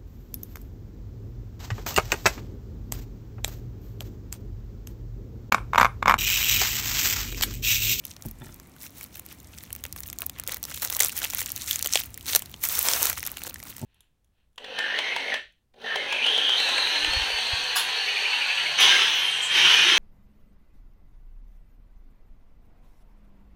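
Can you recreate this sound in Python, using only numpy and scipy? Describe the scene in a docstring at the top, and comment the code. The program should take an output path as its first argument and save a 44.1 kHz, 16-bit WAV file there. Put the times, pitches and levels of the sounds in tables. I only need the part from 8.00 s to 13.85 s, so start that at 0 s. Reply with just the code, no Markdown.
"""Tight plastic film is picked at, stretched and pulled off a deck of cards over a cloth-covered table.
Large creases buckle with short snaps that ring the freed film and thump the deck; small ones make a
fine crackle that swells with each tug, over finger rub. Scissors and a hand bump the table, and the
blades clink as they settle. A quiet room rumbles below."""
import sys
import numpy as np
from scipy import signal
from scipy.fft import rfft, irfft
from scipy.io import wavfile

SR = 44100
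rng = np.random.default_rng(int(sys.argv[2]) if len(sys.argv) > 2 else 0)


def waveform_to_disk(signal):
    """Save audio, clipped to [-1, 1], as 16-bit WAV at the path in sys.argv[1]."""
    frames = np.transpose(np.atleast_2d(signal))
    scaled = np.clip(frames, -1, 1) * 32767
    samples = np.round(scaled).astype(np.int16)
    wavfile.write(sys.argv[1], SR, samples)


N = 257984

# large creases buckling: start_s, level_db, patch_hz, thump_db, crack_db (last two re level_db)
SNAPS = [(.0519, -26.5, 2970, -36, 11.5), (0.1652, -27, 5730, -9.5, -8), (.223, -25, 6100, -24, -2),
         (0.2637, -35, 9260, -17, 14), (.2855, -31.5, 7020, -28, 4), (.3118, -41.5, 9500, -20, 21.5),
         (0.543, -33, 8910, -20, 10), (.599, -32, 6200, -10, 2), (0.764, -39, 1490, -10, 2),
         (.84, -34, 2180, -9, -1), (0.853, -34, 9000, -12, 5), (.866, -29, 2600, -20, -6),
         (1.011, -25, 2280, -14, 1), (1.0338, -33, 6000, -6, 7.5), (1.041, -32.5, 9000, -21, 14.5),
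         (1.1561, -32.5, 2640, -6, 12), (1.1707, -38, 7770, -3, 9), (1.1956, -33, 8500, -3, 16),
         (1.263, -40, 9500, -4, 18), (1.3263, -35.5, 7060, -12, 12), (1.402, -33, 7060, -27, 4),
         (1.585, -20.5, 5860, -25, -5), (1.6365, -30, 6500, -6.5, 7), (1.705, -37, 2830, 2.5, 11),
         (1.7286, -23, 8900, -28, 11), (1.7511, -27, 5840, -11, 10), (1.7624, -38.5, 2280, 0, 20.5),
         (1.8387, -13.5, 5470, -22, -4), (1.8524, -26, 2700, 1.5, 9), (1.8638, -24, 6040, -17, -3),
         (1.9263, -22, 5960, -24, 5), (1.962, -27.5, 9400, -6, 9), (1.986, -29, 6930, -11, 2),
         (2.0043, -31.5, 9500, -8, 17), (2.034, -21.5, 5530, -32, 0), (2.072, -30, 8980, -21, 7),
         (2.0866, -29.5, 2900, -6, 1), (2.1, -19.5, 5700, -17, 0), (2.129, -34, 9020, 4, 19.5),
         (2.1866, -20, 7000, -29, 4), (2.206, -29, 8330, -10, 15), (2.2193, -17, 2570, -10, 5),
         (2.2642, -26.5, 8960, -15, 18), (2.2964, -15.5, 8200, -19, -1), (2.3864, -31, 2000, -6, 11),
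         (2.3977, -25, 6800, -3, 17.5), (2.437, -28.5, 5840, -6, 8), (2.4755, -13, 6560, -23, 4),
         (2.4936, -19.5, 8830, -4, -1), (2.517, -22, 3270, -9, 0), (2.5363, -23.5, 2260, -11, -4),
         (2.544, -16.5, 4940, -16, 6), (2.569, -24, 1900, -5, 10), (2.6292, -15.5, 8400, -20, 5),
         (2.6391, -15, 5660, -20, -8), (2.6521, -19.5, 5900, -13.5, 6), (2.716, -24.5, 2020, -4, -9),
         (2.743, -24, 3440, -10, 6), (2.775, -19.5, 3660, -10.5, -15), (2.8206, -14, 4200, -34, 0),
         (2.8487, -14, 6400, -17, 6), (2.874, -11, 8150, -26, -6), (2.9, -12.5, 3600, -15, 3),
         (2.925, -14, 8100, -13, 1), (2.9489, -11, 7040, -28, -2), (2.9663, -14.5, 8330, -12, 1),
         (2.9936, -17, 9320, -19, 10), (3.003, 1.5, 8500, -24, -12), (3.007, -5.5, 2030, -16, 8.5),
         (3.0223, -16, 8180, -6.5, 14), (3.033, -4.5, 6900, -19, -12), (3.047, -16, 8400, -3.5, 13),
         (3.06, -22, 8940, -22, 6), (3.0679, -26, 8760, -28, 8), (3.0947, -15, 2750, -40, -1),
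         (3.189, -27, 9500, -31, 20), (3.2178, -18.5, 1630, -7.5, -8), (3.231, -16, 3970, -15, 4),
         (3.2388, -19, 2400, -24, 2), (3.247, -16, 3380, -11, 10), (3.301, -18, 5550, -12.5, 6.5),
         (3.3351, -17.5, 6870, -6, 1), (3.348, -20, 3250, -22, 14), (3.372, -15.5, 6700, -18, -7),
         (3.3936, -21, 2260, -22, 8), (3.406, -13, 6750, -32, 4), (3.4168, -15.5, 1970, -7, 1),
         (3.4271, -18, 8900, -28, -2), (3.4606, -13, 7050, -45, -0.5), (3.503, -15.5, 6720, -21, -9),
         (3.519, -21, 8400, -32, 12), (3.562, -15.5, 6700, -37, 7.5), (3.6196, -12, 7000, -46, -5.5),
         (3.7105, -5, 3400, -28.5, 3), (3.7302, -9, 6540, -26, -23), (3.7584, -6.5, 6700, -28, -3),
         (3.792, -13.5, 5900, -26, 0), (3.8259, -7.5, 6600, -27, 0.5), (3.8454, -14, 5870, -16, -1),
         (3.8504, -18, 6010, -9, 7), (3.8596, -12, 3060, -6.5, 5), (3.8722, -12, 6940, -28, 6),
         (3.926, -5.5, 7000, -33, -9), (3.9355, -0.5, 5860, -37, -24), (3.9561, -2, 3100, -6, -3),
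         (3.9737, -6.5, 3320, -29, -9), (4.0013, -17, 3290, -35, 9), (4.036, -23.5, 2980, -20, 6),
         (4.1428, -22, 7460, -35, 0), (4.1763, -31, 2000, -11.5, 14), (4.2097, -27.5, 3200, -27, -2),
         (4.2859, -12, 4260, -25, -20), (4.333, -9.5, 3770, -13, -14), (4.3498, 2.5, 4000, -16.5, 0),
         (4.359, -4, 6140, -15.5, 6.5), (4.3622, -4, 4060, -11, 6), (4.3929, -19.5, 8810, -17, 11),
         (4.4217, -24, 3100, -10.5, 10.5), (4.4587, -25.5, 4100, -25, -1), (4.5412, -22, 3100, -11, -19),
         (4.638, -20.5, 6680, -9, 15.5), (4.688, -32, 7800, -15, 26.5), (4.7911, -16, 9400, -47, 15.5),
         (4.8858, 2, 5530, -17.5, -29), (4.9141, -9, 5600, -19, -3), (4.935, -1.5, 5130, -19, -29),
         (4.9476, -16, 5700, -12, -21), (5.029, -5.5, 6200, -14, 9), (5.055, -5, 6150, -18, 2),
         (5.0981, -24.5, 9100, -9, 21), (5.129, -16, 6000, -11, 1), (5.1753, -23, 2070, -2.5, -1),
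         (5.229, -19.5, 1980, -5, 5), (5.2517, -23, 8900, -15, 9), (5.265, -14.5, 9500, -17, 4),
         (5.2734, -20, 9500, -11, 11), (5.3707, -21, 3030, -8, 5.5), (5.4183, -28, 2800, -1, 2),
         (5.4362, -15.5, 9400, -25, 2), (5.4676, -23, 8380, -6, 6), (5.4974, -24, 5250, -26, 8),
         (5.5427, -21, 9400, -16, 4), (5.5585, -24, 1800, -14, -32), (5.6011, -28.5, 1990, -10, 4),
         (5.628, -21, 8250, -13.5, -14), (5.766, -27, 8700, -24, 11), (5.7814, -26, 6870, -13, 0)]
# crackle spectrum: freq_hz, density_db
FILM_SPECTRUM = [(300, -6), (500, 0), (900, 1.5), (1700, 4), (2400, 3), (3400, 3.5), (5800, 4), (7800, 3.5),
                 (11000, 4), (15500, 8.5)]
# tugs at the film: full_from_s, hold_s, level_db, tilt_db_per_oct, deck_db, rub_db (re creases)
TUGS = [(0.06, 0.053, -41, -2.5, -31, -11), (0.252, 0.034, -45, 0.5, 9, -11.5),
        (0.824, 0.037, -42, 0.5, -3, -3.5), (0.971, 0.065, -46, 0, -1, -0.5),
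        (1.163, 0.028, -44.5, 0.5, -8, -8), (1.308, 0.016, -45, -4, -17, 1.5),
        (1.987, 0.095, -45, 1.2, -1, -14), (2.211, 0.028, -42, -0.5, 7, -16),
        (2.39, 0.013, -42.5, -8.5, -19, -17), (2.485, 0.078, -35, -1, 2, -14),
        (2.682, 0.024, -40, -0.5, 3, -3), (2.76, 0.021, -35, 1, -24, -6),
        (2.826, 0.031, -29, 1.4, 10.5, -4.5), (2.919, 0.055, -33, 2, 9, -13), (3.006, 0.05, -24, 0, -2, -7),
        (3.16, 0.033, -32.5, 0, -2.5, -4), (3.227, 0.016, -25, -3.5, -14, -6),
        (3.334, 0.068, -32, -3, -20, -11), (3.683, 0.063, -32, -1, -23, 11),
        (3.921, 0.079, -27.5, -3.6, -23, -12), (4.281, 0.083, -28.5, -.5, -6, 0),
        (4.64, 0.015, -25, 2, 2, -1), (4.694, 0.15, -27.5, 0.5, 0, -2.5), (4.853, .1, -25, -0.5, 2, 1.5),
        (4.961, .14, -26, 0.5, 5, -2.5), (5.262, 0.084, -41, -3.5, 0, -12),
        (5.447, 0.053, -38.5, 0.5, 9, -19), (5.672, 0.027, -41, 0, 7, -4)]
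# crackle of the film held between tugs: time_s, level_db
GRIP_LEVEL = [(0, -66), (.35, -66), (.47, -46.5), (.7, -62.5), (1.4, -56.5), (1.62, -45.5), (1.7, -51),
              (2.3, -58), (2.6, -53), (2.85, -36), (3.15, -39), (3.42, -35), (3.53, -38.5), (3.68, -33),
              (3.8, -39), (4.0, -35.5), (4.15, -55.5), (4.27, -39.5), (4.56, -50), (5.13, -35.5),
              (5.35, -41.5), (5.53, -50.5), (5.85, -44)]
# bumps on the table: start_s, force_db, contact_cutoff_hz
BUMPS = [(.2525, -35, 900), (.2585, -22.5, 292), (.4125, -41, 1600), (.4195, -38, 1400),
         (.428, -37.5, 1000), (.462, -41, 1000), (.4905, -35.5, 503), (5.8145, -32, 700),
         (5.8275, -29, 800), (5.8355, -29.5, 900)]
# table modes: freq_hz, gain_db, t60_s
TABLE_MODES = [(39.5, -13.5, 0.64), (81.6, -10.5, 0.3), (134, 6, 0.028), (186, -7.5, 0.06), (223, -6, 0.2),
               (372, -10, 0.11), (594, -6.5, 0.02), (894, -6, 0.054)]
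# scissor clinks: start_s, force_db
CLINKS = [(0.409, -54), (.418, -45), (.444, -53), (0.468, -50.5), (0.492, -54), (.526, -62)]
# blade modes: freq_hz, gain_db, t60_s
BLADE_MODES = [(1000, -17, 0.018), (1360, 4, 0.02), (1720, 1, 0.032), (1890, -2, 0.057), (2430, -3, 0.034),
               (3535, 5, 0.027), (3570, -3, 0.034)]
# air and microphone noise: freq_hz, density_db
AIR_SPECTRUM = [(18, -45), (30, 0), (291, -4.5), (420, -14.5), (1240, -19.5), (1570, -24), (2340, -20),
                (2600, -26), (4900, -29), (12700, -31.5), (16500, -31.5)]
# room rumble: time_s, level_db
RUMBLE_LEVEL = [(0, -52.5), (.8, -62), (1.35, -55.5), (1.95, -47), (2.6, -51), (3.8, -51.5), (4.7, -52.5),
                (5.08, -45.5), (5.3, -54.5), (5.85, -54)]
# rumble resonances: centre_hz, width_hz, gain_db
RUMBLE_BANDS = [(62.5, 30, 4), (77.3, 15, 0), (100.3, 22, 0), (138, 7.2, -7.5)]
# microphone dips: centre_hz, width_hz, gain_db
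MIC_DIPS = [(4800, 980, -3), (10440, 820, -5)]

PATCH_T60_CYCLES, CRACK_T60_S = 16, .002
POP_DB, POP_DB_PER_DB = -10.5, .15   # re thump, for a 0 dB snap
MEAN_PULL_DB = -39.5   # crackle level of an ordinary pull; reference for the next three lines
CREASES_PER_S, CREASE_RATE_DB_PER_DB = 700, .3
TAUT_DB, TAUT_DB_PER_DB = -14.5, .63
RISE_DB_PER_S, RISE_DB_PER_DB = 420, .45   # a harder tug catches more abruptly
FALL_DB_PER_S = 459
CREASE_SPREAD_DB, CREASE_MAX_SPREADS = 4.5, 3.8
TAUT_HZ, TAUT_WIDTH_HZ, DECK_HZ = 5960, 960, 1400
GRIP_TILT_DB_PER_OCT, GRIP_DECK_DB, GRIP_RUB_DB = -1.5, -11, -8.5
AIR_DB, ROOM_T60_S, ROOM_WET_DB = -52.5, .09, -24
MIC_BASS_CUT_HZ = 42
DULL_ABOVE_HZ, DULL_DB, TREBLE_END_HZ = 15850, -8, 17000


def film_snaps():
    """A crease buckles: a crack, a few cycles of the freed patch, a shiver, a deck thump and low pop."""
    start_s, level_db, patch_hz, thump_db, crack_db = np.array(SNAPS).T[:, :, None]
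    t = np.arange(SR // 70) / SR
    noise = rng.standard_normal((len(start_s), 4, len(t)))
    noise[:, 2, 3] *= 3.0   # the crack opens with one hard spike

    def burst(stream, t60_s, tail_db, band_hz):
        """Band noise with a fast decay and a slower tail, peak 1."""
        decay = from_db(-60 * t / t60_s) + from_db(tail_db - 60 * t / .015)
        attack = 1 - np.exp(-t / .0001)
        x = band(noise[:, stream] * decay * attack, *band_hz)
        return x / np.abs(x).max(axis=1, keepdims=True)

    cycles = t * patch_hz
    patch = np.sin(2 * np.pi * cycles) * from_db(-60 * cycles / PATCH_T60_CYCLES)
    patch *= 1 - np.exp(-1.8 * cycles)
    shiver = burst(0, t60_s=.0053, tail_db=-9, band_hz=(3660, 8680))
    thump = burst(1, t60_s=.0068, tail_db=-6.5, band_hz=(870, 3320))
    crack = burst(2, t60_s=CRACK_T60_S, tail_db=-17.5, band_hz=(10270, 20300))
    pop = burst(3, t60_s=.01, tail_db=-13, band_hz=(380, 827))
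    deck = thump + from_db(POP_DB + POP_DB_PER_DB * level_db) * pop
    snap = .83 * patch + .5 * shiver + from_db(thump_db) * deck + from_db(crack_db) * crack
    out = np.zeros(N + len(t))
    np.add.at(out, np.round(start_s * SR).astype(int) + np.arange(len(t)), from_db(level_db) * snap)
    return out[:N]


def film_crackle():
    """Small creases come in clumps; each shakes a random patch for a few cycles, over finger rub."""
    level_db, tilt_db_per_oct, deck_db, rub_db = handling()
    pull_db = level_db - MEAN_PULL_DB
    base_per_s = CREASES_PER_S * from_db(CREASE_RATE_DB_PER_DB * pull_db)
    clumped_per_s = base_per_s * from_db(6 * drift(cutoff_hz=45))
    size_db = CREASE_SPREAD_DB * np.minimum(rng.exponential(1, N), CREASE_MAX_SPREADS)
    sizes = from_db(size_db) * rng.choice([-1, 1], N)
    creases = sizes * (rng.random(N) < clumped_per_s / SR) / np.sqrt(base_per_s)
    patch_log_hz = rng.uniform(np.log(500), np.log(16000), N)
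    rub, rub_gain = rng.standard_normal((2, N)), from_db(rub_db)
    edges_hz = 300 * 2 ** np.arange(0, 6.1, .5)
    out = np.zeros(N)
    for k, (low_hz, high_hz) in enumerate(zip(edges_hz, edges_hz[1:])):
        hz = np.sqrt(low_hz * high_hz)
        share = np.exp(-((np.log(hz) - patch_log_hz) / .33) ** 2)   # loudest near its own patch pitch
        grains = rms_one(band(creases * share, low_hz, high_hz))
        friction = rub_gain * rms_one(band(rub[k % 2], low_hz, high_hz))
        drum_db = deck_db / (1 + (hz / DECK_HZ) ** 4)   # film lying on the cards sounds fuller below
        colour_db = at_hz(FILM_SPECTRUM, hz) + tilt_db_per_oct * np.log2(hz / 5000) + drum_db
        out += (grains + friction) * np.sqrt(high_hz - low_hz) * from_db(colour_db)
    taut = resonance(out, TAUT_HZ, TAUT_WIDTH_HZ)   # the stretched sheet favours one band
    out += from_db(TAUT_DB + TAUT_DB_PER_DB * pull_db) * taut
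    return from_db(level_db) * rms_one(out / np.sqrt(1 + rub_gain ** 2))


def handling():
    """Grip plus tugs: crackle level, then power-weighted tilt, deck drumming and rub."""
    t = np.arange(N) / SR
    full_from_s, hold_s, level_db, *tug_colours = np.array(TUGS).T[:, :, None]
    rise_db_per_s = RISE_DB_PER_S * from_db(RISE_DB_PER_DB * (level_db - MEAN_PULL_DB))
    before_s, after_s = np.maximum(full_from_s - t, 0), np.maximum(t - full_from_s - hold_s, 0)
    tug_power = from_db(level_db - rise_db_per_s * before_s - FALL_DB_PER_S * after_s) ** 2
    grip_power = gain_curve(GRIP_LEVEL) ** 2
    power = grip_power + tug_power.sum(axis=0)
    grip_colours = GRIP_TILT_DB_PER_OCT, GRIP_DECK_DB, GRIP_RUB_DB
    colours = [(grip * grip_power + tugs[:, 0] @ tug_power) / power
               for grip, tugs in zip(grip_colours, tug_colours)]
    return 10 * np.log10(power), *colours


def table_bumps():
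    """Scissors and a hand ring the table's low modes."""
    return strike(BUMPS, TABLE_MODES, spread_db=2.5)


def scissor_clinks():
    """Settling blades ring from hard contacts."""
    cutoff_hz = 6000
    return strike([(start_s, db, cutoff_hz) for start_s, db in CLINKS], BLADE_MODES, spread_db=3)


def strike(hits, modes, spread_db):
    """Each hit rings every mode with a random strength; a soft contact spreads the push."""
    out = np.zeros(N)
    for start_s, force_db, cutoff_hz in hits:
        at, r = round(start_s * SR), np.exp(-2 * np.pi * cutoff_hz / SR)
        click = np.zeros(min(N - at, SR // 2))
        click[0] = from_db(force_db)
        push = signal.lfilter([(1 - r) ** 2], [1, -2 * r, r * r], click)
        for k, (hz, gain_db, t60_s) in enumerate(modes):
            gain = (-1) ** k * from_db(gain_db + spread_db * rng.standard_normal())
            out[at:at + len(click)] += gain * ring(push, hz, t60_s)
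    return out


def room_reflections(x):
    """A short, slightly dull noise tail, 3 ms late."""
    t = np.arange(SR // 4) / SR
    tail = band(rng.standard_normal(len(t)), 200, 5900) * from_db(-60 * t / ROOM_T60_S) * (t > .003)
    return signal.fftconvolve(x, tail / np.sqrt(np.sum(tail ** 2)))[:N]


def room_tone():
    """Steady air and microphone noise, and a low wavering rumble."""
    bins_hz = np.maximum(np.fft.rfftfreq(N, 1 / SR), 1)
    air = irfft(rfft(rng.standard_normal(N)) * from_db(at_hz(AIR_SPECTRUM, bins_hz)), N)
    rumble = np.zeros(N)
    for hz, width_hz, gain_db in RUMBLE_BANDS:
        narrow = resonance(rng.standard_normal(N), hz, width_hz)
        rumble += from_db(gain_db) * rms_one(resonance(narrow, hz, width_hz))
    return from_db(AIR_DB) * rms_one(air) + gain_curve(RUMBLE_LEVEL) * rms_one(rumble)


def from_db(db):
    """Decibels to gain."""
    return 10 ** (np.asarray(db) / 20)


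def rms_one(x):
    """Scale to rms 1."""
    return x / np.sqrt(np.mean(x ** 2) + 1e-20)


def gain_curve(points):
    """Gain per sample from rows of time_s, level_db."""
    return from_db(np.interp(np.arange(N) / SR, *np.transpose(points)))


def at_hz(points, hz):
    """Read a spectrum table on a log-frequency axis."""
    freq_hz, db = np.transpose(points)
    return np.interp(np.log(hz), np.log(freq_hz), db)


def drift(cutoff_hz):
    """Slow low-passed noise, rms 1."""
    hop, warmup = 40, 2000
    r = np.exp(-2 * np.pi * cutoff_hz * hop / SR)
    slow = signal.lfilter([1], [1, -2 * r, r * r], rng.standard_normal(N // hop + warmup + 2))[warmup:]
    return np.interp(np.arange(N) / hop, np.arange(len(slow)), rms_one(slow))


def band(x, low_hz, high_hz):
    """Butterworth band-pass."""
    sos = signal.butter(2, [low_hz, min(high_hz, .45 * SR)], "band", fs=SR, output="sos")
    return signal.sosfilt(sos, x)


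def ring(x, hz, t60_s):
    """One mode: a unit click starts a decaying sine of height 1."""
    r, w = from_db(-60 / (t60_s * SR)), 2 * np.pi * hz / SR
    return signal.lfilter([0, np.sin(w)], [1, -2 * r * np.cos(w), r * r], x + 1e-18)


def resonance(x, hz, width_hz):
    """Two-pole peak of gain 1."""
    r, w = np.exp(-np.pi * width_hz / SR), 2 * np.pi * hz / SR
    return signal.lfilter(np.array([1, 0, -1]) * (1 - r * r) / 2, [1, -2 * r * np.cos(w), r * r], x)


def scene():
    """Film, table and scissors in the room, mono."""
    film = film_snaps() + film_crackle()
    bumps = table_bumps()
    clinks = scissor_clinks()
    reflections = from_db(ROOM_WET_DB) * room_reflections(film + clinks)
    return (film + bumps + clinks + reflections + room_tone())[None]


def record(dry):
    """Microphone bass cut, two dips and clipping; then the treble dulls above 16 kHz, ends at 17 kHz."""
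    x = signal.sosfilt(signal.butter(2, MIC_BASS_CUT_HZ, "high", fs=SR, output="sos"), dry)
    for hz, width_hz, gain_db in MIC_DIPS:
        x = x - (1 - from_db(gain_db)) * resonance(x, hz, width_hz)
    bins_hz = np.fft.rfftfreq(N, 1 / SR)
    dulling = from_db(DULL_DB / (1 + np.exp(-(bins_hz - DULL_ABOVE_HZ) / 80)))
    x = irfft(rfft(np.clip(x, -1, 1)) * dulling, N)
    return signal.sosfilt(signal.cheby2(16, 95, TREBLE_END_HZ, fs=SR, output="sos"), x)


dry = scene()
out = record(dry)
waveform_to_disk(out)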